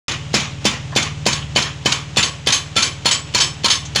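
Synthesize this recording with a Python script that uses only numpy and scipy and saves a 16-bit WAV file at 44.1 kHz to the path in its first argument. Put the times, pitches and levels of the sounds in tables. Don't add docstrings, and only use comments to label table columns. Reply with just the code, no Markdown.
import sys
import numpy as np
from scipy import signal
from scipy.fft import rfft, irfft
from scipy.io import wavfile
from scipy.ndimage import uniform_filter1d, minimum_filter1d

SR = 44100
rng = np.random.default_rng(int(sys.argv[2]) if len(sys.argv) > 2 else 0)


def digitize_waveform(pressure):
    field = np.atleast_2d(pressure).T
    bounded = np.clip(field, -1, 1)
    quanta = np.round(bounded * 32767).astype(np.int16)
    wavfile.write(sys.argv[1], SR, quanta)


N = 176400
TIME = np.arange(N) / SR
AGE = np.arange(int(.6 * SR)) / SR


def from_db(db):
    return 10 ** (np.asarray(db) / 20)


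def curve(rows):
    return np.interp(TIME, *np.transpose(rows))


def drift(rate):
    return np.interp(TIME * rate, np.arange(400), rng.standard_normal(400))


PATCH_HZ = 170


def noise(spectrum, size, patch_db=0):
    hz, db = np.transpose(spectrum)
    grid = np.maximum(np.fft.rfftfreq(size, 1 / SR), 1)
    patches = patch_db * np.interp(grid / PATCH_HZ, np.arange(200), rng.uniform(-1, 1, 200))
    colour = from_db(np.interp(np.log(grid), np.log(hz), db) + patches)
    audible = grid > hz[0] / 2
    x = irfft(rfft(rng.standard_normal(size)) * colour * audible, size)
    return x / x.std()


def envelope(rise, hold, t60):
    attack = np.minimum(AGE / max(rise, 1 / SR), 1)
    return attack * from_db(-60 * np.maximum(AGE - hold, 0) / t60)


def add(out, s, x):
    i = int(np.clip(s * SR, 0, N))
    out[i:i + len(x)] += x[:N - i]


SAME_SHARE = 0.37
PATCH_DB = 7
GRAIN_PER_S, GRAIN_DB = 180, 1.5


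def bursts(times, levels_db, spectrum, shape, patch_db=PATCH_DB):
    out = np.zeros(N)
    same = noise(spectrum, len(AGE))
    for s, db in zip(times, levels_db):
        grain = GRAIN_DB * np.interp(AGE * GRAIN_PER_S, np.arange(200), rng.standard_normal(200))
        new = noise(spectrum, len(AGE), patch_db)
        ringing = np.sqrt(SAME_SHARE) * same + np.sqrt(1 - SAME_SHARE) * new
        add(out, s, from_db(db + grain) * shape * ringing)
    return out


SPEED_WANDER = .004
ORDER_WOBBLE_DB = 2.1

# (frequency [Hz], level [dB])
PUMP_TONES = [(303, -51.5), (433, -54), (560, -54.5)]


def pump():
    turn = 2 * np.pi * np.cumsum(1 + SPEED_WANDER * drift(4.7)) / SR
    hum = sum(from_db(db + ORDER_WOBBLE_DB * drift(5.44)) * np.sin(hz * turn) for hz, db in PUMP_TONES)
    return np.sqrt(2) * hum


# (time [s], rate [Hz])
CYCLE_RATE = [(0, 18.75), (4, 18.8)]
# (time [s], level [dB])
EXHAUST_LEVEL = [(0, -37), (.8, -36.5), (1.5, -36), (2.3, -40.5), (3.2, -41), (4, -38.5)]
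# (multiple of the cycle rate, relative level [dB])
EXHAUST_ORDERS = [(4, -1.5), (5, -1), (6, -1.5), (7, .5), (8, 1.5), (9, -12), (11, -15), (12, -18),
                  (14, -16)]
# (frequency [Hz], relative density [dB per Hz])
MACHINE_COLOUR = [(25, 20.5), (40, 1), (80, -3), (150, 17), (220, 3.5), (500, -2.5), (800, 1.5),
                  (1600, -2.5), (3100, 1), (4500, -6.5), (7000, -7), (8500, -17.5), (12000, -39),
                  (15500, -45)]
MACHINE_DB, FIRING_DEPTH, ORDER_SCATTER_RAD = -36.5, 0.073, .6


def engine():
    speed = curve(CYCLE_RATE) * (1 + SPEED_WANDER * drift(3.88))
    turn = 2 * np.pi * np.cumsum(speed) / SR
    exhaust = np.zeros(N)
    for k, db in EXHAUST_ORDERS:
        strength = from_db(db + ORDER_WOBBLE_DB * drift(6.85))
        exhaust += strength * np.sin(k * turn + ORDER_SCATTER_RAD * rng.normal())
    firing = (1 + FIRING_DEPTH * np.cos(4 * turn)) * from_db(drift(40))
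    machine = from_db(MACHINE_DB) * firing * noise(MACHINE_COLOUR, N)
    return np.sqrt(2) * from_db(curve(EXHAUST_LEVEL)) * exhaust + machine


# (frequency [Hz], relative density [dB per Hz])
WASH_COLOUR = [(150, -1), (400, 3), (700, -3.5), (1100, 3), (1500, 1), (3100, 4.5), (4500, -7), (7000, -5),
               (8500, -52), (12000, -52), (15500, -43)]
WASH_DB, WASH_RISE_S, WASH_HOLD_S, WASH_T60_S = -28, 0.013, 0.11, 0.3


def wash(times, levels_db):
    return bursts(times, levels_db + WASH_DB, WASH_COLOUR, envelope(WASH_RISE_S, WASH_HOLD_S, WASH_T60_S))


# (time [s], level [dB], centre frequency [Hz])
LOOSE_KNOCKS = [(0.925, -29.5, 1040), (.923, -34, 1720), (1.421, -32, 3100), (3.852, -29, 6350),
                (3.852, -37, 3500)]


def knocks(skirt_db=-13, t60=0.11):
    out = np.zeros(N)
    for s, db, hz in LOOSE_KNOCKS:
        colour = [(hz * .8, skirt_db), (hz, 0), (hz * 1.2, skirt_db), (hz * 2, 5 * skirt_db)]
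        add(out, s, from_db(db) * envelope(0.001, 0.0054, t60) * noise(colour, len(AGE)))
    return out


BOOM_HZ, BOOM_DB, BOOM_RISE_S, BOOM_HOLD_S, BOOM_T60_S = 1087, -30.5, 0.11, 0.09, 0.28
BOOM_FOLLOWS = 0.35


def boom(times, levels_db):
    out = np.zeros(N)
    skirts = [(.7, -50), (.9, -14), (1, 0), (1.1, -14), (1.4, -60)]
    colour = [(BOOM_HZ * ratio, db) for ratio, db in skirts]
    shape = envelope(BOOM_RISE_S, BOOM_HOLD_S, BOOM_T60_S)
    for s, db in zip(times, levels_db):
        add(out, s, from_db(BOOM_DB + BOOM_FOLLOWS * db) * shape * noise(colour, len(AGE)))
    return out


PLATE_HZ, PLATE_DB, PLATE_T60_S = 983, -16.5, 0.23
PLATE_SPREAD = 0.0276


def plates(times, levels_db):
    out = np.zeros(N)
    shape = envelope(0.0031, 0.007, PLATE_T60_S)
    for s, db in zip(times, levels_db):
        pair = np.zeros(len(AGE))
        for _ in range(2):
            hz = PLATE_HZ * (1 + PLATE_SPREAD * rng.normal())
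            pair += np.sin(2 * np.pi * (hz * AGE + rng.random()))
        add(out, s, from_db(PLATE_DB + db) * shape * pair / 2)
    return out


STEEL_SPREAD_DB, STEEL_RISE_S = 3.0, .006
STEEL_DETUNE = .0025

# (frequency [Hz], relative level [dB])
PARTIAL_TREND = [(1500, -5.5), (3200, 2.5), (5000, -6), (7000, -10), (8500, -9), (10000, -5), (12000, -28),
                 (15500, -22)]
PARTIALS_BLOW_DB, PARTIALS_REBOUND_DB, PARTIALS_T60_S = -18.5, -20, 0.25


def partials(times, levels_db, count=120):
    out, shape = np.zeros(N), envelope(STEEL_RISE_S, 0, PARTIALS_T60_S)
    hz = np.geomspace(1500, 15500, count) * (1 + .012 * rng.standard_normal(count))
    gain = from_db(np.interp(hz, *np.transpose(PARTIAL_TREND)) + 7 * rng.uniform(-1, 1, count))
    bins = (hz * len(AGE) / SR).astype(int)
    for s, db in zip(times, levels_db):
        lines = np.zeros(len(AGE) // 2 + 1, complex)
        lines[bins] = gain * (rng.standard_normal(count) + 1j * rng.standard_normal(count))
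        ring = irfft(lines, len(AGE))
        add(out, s, from_db(db) * shape * ring / ring.std())
    return out


def cluster(hz, count=3):
    pitches = hz * (1 + STEEL_DETUNE * rng.standard_normal((count, 1)))
    phases = 2 * np.pi * (pitches * AGE + rng.random((count, 1)))
    return np.sin(phases.astype(np.float32)).sum(0) / np.sqrt(count)


STEEL_MODES = {1346: (-27, -60, 0.3), 2350: (-26, -31.5, 0.34), 2478: (-24.5, -59, 0.3),
               3068: (-27, -24, 0.3), 3110: (-16, -17, 0.21), 3331: (-18.5, -18, 0.073),
               3490: (-18, -24.5, 0.28), 3888: (-31, -27, 0.2), 4338: (-16, -47, 0.17),
               4544: (-43, -19.5, 0.18), 5326: (-24, -24.5, .28), 5436: (-31, -29, .22),
               6181: (-35.5, -27, 0.3), 6437: (-24.5, -16, 0.16), 7128: (-19, -22, 0.23),
               7849: (-42, -27, 0.31)}


def steel(times, levels_db, on_rebound):
    out = np.zeros(N)
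    for hz, (blow_db, rebound_db, t60) in STEEL_MODES.items():
        mode_db = rebound_db if on_rebound else blow_db
        shape = envelope(STEEL_RISE_S, 0, t60)
        for s, db in zip(times, levels_db):
            strength = from_db(db + mode_db + STEEL_SPREAD_DB * rng.normal())
            add(out, s, strength * shape * cluster(hz))
    return out


CHISEL_DB, CHISEL_T60_S = -6, .075


def chisel(times, notes_hz, levels_db):
    out = np.zeros(N)
    shape = envelope(STEEL_RISE_S, 0, CHISEL_T60_S)
    for s, hz, db in zip(times, notes_hz, levels_db):
        add(out, s, from_db(CHISEL_DB + db) * shape * np.sin(2 * np.pi * hz * AGE))
    return out


# (frequency [Hz], relative density [dB per Hz])
CONTACT_COLOUR = [(400, -10.5), (1000, -3.5), (2200, -3), (3150, 5.5), (3600, 4.5), (4400, 7), (5600, -1.5),
                  (6500, 3.5), (8300, -13.5), (10000, -19), (12000, -37), (15500, -54)]
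REBOUND_DB, REBOUND_RISE_S, REBOUND_HOLD_S, REBOUND_T60_S = -9, .007, .011, .035
RATTLE_DB, RATTLE_RISE_S, RATTLE_HOLD_S, RATTLE_T60_S = -25.5, 0.021, 0.039, 0.26
TICK_DB, TICK_LEAD_S, TICK_T60_S = -21.5, .0071, .09
CHATTER_BEFORE_S, CHATTER_AFTER_S, CHATTER_T60_S = .042, .055, .04
CHATTER_DB, CHATTER_SPREAD_DB, CHATTER_PATCH_DB = -20.5, 1.5, 12
CHATTER_FADE_DB = 8.5


def rebound(times, levels_db):
    bang = envelope(REBOUND_RISE_S, REBOUND_HOLD_S, REBOUND_T60_S)
    rattle = envelope(RATTLE_RISE_S, RATTLE_HOLD_S, RATTLE_T60_S)
    out = bursts(times, levels_db + REBOUND_DB, CONTACT_COLOUR, bang)
    return out + bursts(times, levels_db + RATTLE_DB, CONTACT_COLOUR, rattle)


def chatter(times, levels_db, count=5):
    spot = (np.arange(count) + rng.random((len(times), count))) / count
    s = times[:, None] - CHATTER_BEFORE_S + (CHATTER_BEFORE_S + CHATTER_AFTER_S) * spot
    spread = CHATTER_SPREAD_DB * rng.standard_normal(spot.shape)
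    db = levels_db[:, None] + CHATTER_DB - CHATTER_FADE_DB * (spot - .5) + spread
    shape = envelope(0.0044, 0.004, CHATTER_T60_S)
    return bursts(s.ravel(), db.ravel(), CONTACT_COLOUR, shape, CHATTER_PATCH_DB)


def tick(times, levels_db):
    return bursts(times - TICK_LEAD_S, levels_db + TICK_DB, CONTACT_COLOUR, envelope(0.00036, 0, TICK_T60_S))


# (frequency [Hz], relative density [dB per Hz])
CLATTER_COLOUR = [(130, 5), (350, -5.5), (700, 0.5), (1050, 3.5), (1450, 0.5), (2400, 5.5), (3200, 0),
                  (4800, 0.5), (7000, 1.5), (8300, -15), (10000, -18.5), (12000, -41), (15500, -29)]
CLATTER_DB, CLATTER_RISE_S, CLATTER_HOLD_S, CLATTER_T60_S = -16, 0.0017, 0.014, 0.27


def clatter(times, levels_db):
    shape = envelope(CLATTER_RISE_S, CLATTER_HOLD_S, CLATTER_T60_S)
    return bursts(times, levels_db + CLATTER_DB, CLATTER_COLOUR, shape)


# (frequency [Hz], level [dB], t60 [s])
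SLAB_MODES = [(135.6, -21, 0.2), (204.9, -17.5, 0.19), (234.6, -27, 0.45), (278.3, -28.5, 0.26),
              (335.7, -23.5, 0.17), (432, -32, 0.055), (557, -25, 0.19), (782, -18, 0.052)]
THUD_HZ, THUD_DB, THUD_LAG_S = 436, -4, 0.0022


def slab(times, levels_db):
    out = np.zeros(N)
    x = (np.pi * THUD_HZ * (AGE - THUD_LAG_S)) ** 2
    thud = from_db(THUD_DB) * (2 * x - 1) * np.exp(-x)
    for s, db in zip(times, levels_db):
        ring = np.zeros(len(AGE))
        for hz, mode_db, t60 in SLAB_MODES:
            tone = np.sin(2 * np.pi * (hz * AGE + rng.random()))
            ring += from_db(mode_db + rng.normal()) * envelope(THUD_LAG_S, 0, t60) * tone
        add(out, s, from_db(db) * (thud + ring))
    return out


# (frequency [Hz], relative density [dB per Hz])
CRACK_COLOUR = [(600, -13), (1000, -17), (1800, -3), (3200, 3.5), (4400, 9), (5600, 0), (7000, -2),
                (8500, -7), (12000, -20), (15500, -27)]
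CRACK_DB, CRACK_LAG_S, CRACK_RISE_S, CRACK_HOLD_S, CRACK_T60_S = -11, 0.00049, 0.0035, 0.0037, 0.044


def crack(times, levels_db):
    shape = envelope(CRACK_RISE_S, CRACK_HOLD_S, CRACK_T60_S)
    return bursts(times + CRACK_LAG_S, levels_db + CRACK_DB, CRACK_COLOUR, shape)


# (time [s], crack [dB], slab thud [dB], clatter [dB],
# steel ring [dB], chisel note [Hz], chisel note [dB], side plates [dB], rebound delay [s], rebound [dB])
BREAKER_BLOWS = [(.03, 0, 1, 2, -2, 2700, -8, -17, 0.081, -16),
                 (0.3397, -2.5, -0.5, 0.5, -5, 5150, -3.5, -19, .056, -14.5),
                 (0.6514, 0.5, 1, -.5, -2.5, 5420, -6, -5.5, 0.045, -32),
                 (0.96, -0.5, 0, 0.5, -2.5, 3170, -16, -16, 0.061, -12),
                 (1.2624, 0, 0.5, -.5, -5, 2950, -12, -3, 0.062, -7.5),
                 (1.5593, -3, -3, 1.5, -2.5, 2994, 1.5, -1, 0.059, -11.5),
                 (1.8572, -3.5, -3, 0.5, -11, 3050, 2, -4, 0.06, -4.5),
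                 (2.1685, -0.5, -3, 1, 1, 3533, -2, -6, 0.057, -1.5),
                 (2.4693, -2, -5.5, -2, -1, 3497, -3, -15, 0.052, 3),
                 (2.7628, -2.5, -5.5, -0.5, 0.5, 3520, -6, -19, .058, 1),
                 (3.055, -1.5, -7.5, -2.5, -0.5, 4280, -1, -0.5, 0.054, 2),
                 (3.3458, -0.5, -11, -0.5, -3.5, 4270, -4, -1, 0.055, 3.5),
                 (3.643, -0.5, -7, -3.5, -1.5, 4250, 0, 1.5, 0.055, 5),
                 (3.957, 0, -7.5, -5, -3.5, 4335, -3.5, -19, 0.052, 1.5)]


def breaker():
    (s, crack_db, thud_db, clatter_db, ring_db,
     note_hz, note_db, plate_db, delay, rebound_db) = np.transpose(BREAKER_BLOWS)
    back = s + delay
    blow = tick(s, crack_db) + slab(s, thud_db) + crack(s, crack_db) + clatter(s, clatter_db)
    recoil = rebound(back, rebound_db) + chatter(back, rebound_db)
    ring = steel(s, ring_db, on_rebound=False) + steel(back, rebound_db, on_rebound=True)
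    partial_db = np.r_[ring_db + PARTIALS_BLOW_DB, rebound_db + PARTIALS_REBOUND_DB]
    ring += partials(np.r_[s, back], partial_db)
    ring += chisel(s, note_hz, note_db) + plates(s, plate_db) + boom(s, rebound_db)
    return blow + recoil + ring + wash(s, clatter_db)


def scene():
    return (pump() + engine() + knocks() + breaker())[None]


LOW_CUT_HZ, CUTOFF_HZ, START_S = 33, 15850, .082
LIMIT_DB, LIMIT_WINDOW_S = -1.97, 0.0059


def record(dry):
    low_cut = signal.butter(3, LOW_CUT_HZ, "high", fs=SR, output="sos")
    thinned = signal.sosfilt(low_cut, dry)
    window = max(int(LIMIT_WINDOW_S * SR), 1)
    allowed = 1 / np.maximum(np.abs(thinned) / from_db(LIMIT_DB), 1)
    gain = uniform_filter1d(minimum_filter1d(allowed, window), window)
    opened = gain * thinned * (TIME >= START_S)
    top_cut = signal.ellip(10, .1, 90, CUTOFF_HZ, fs=SR, output="sos")
    return signal.sosfilt(top_cut, opened)


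dry = scene()
out = record(dry)
digitize_waveform(out)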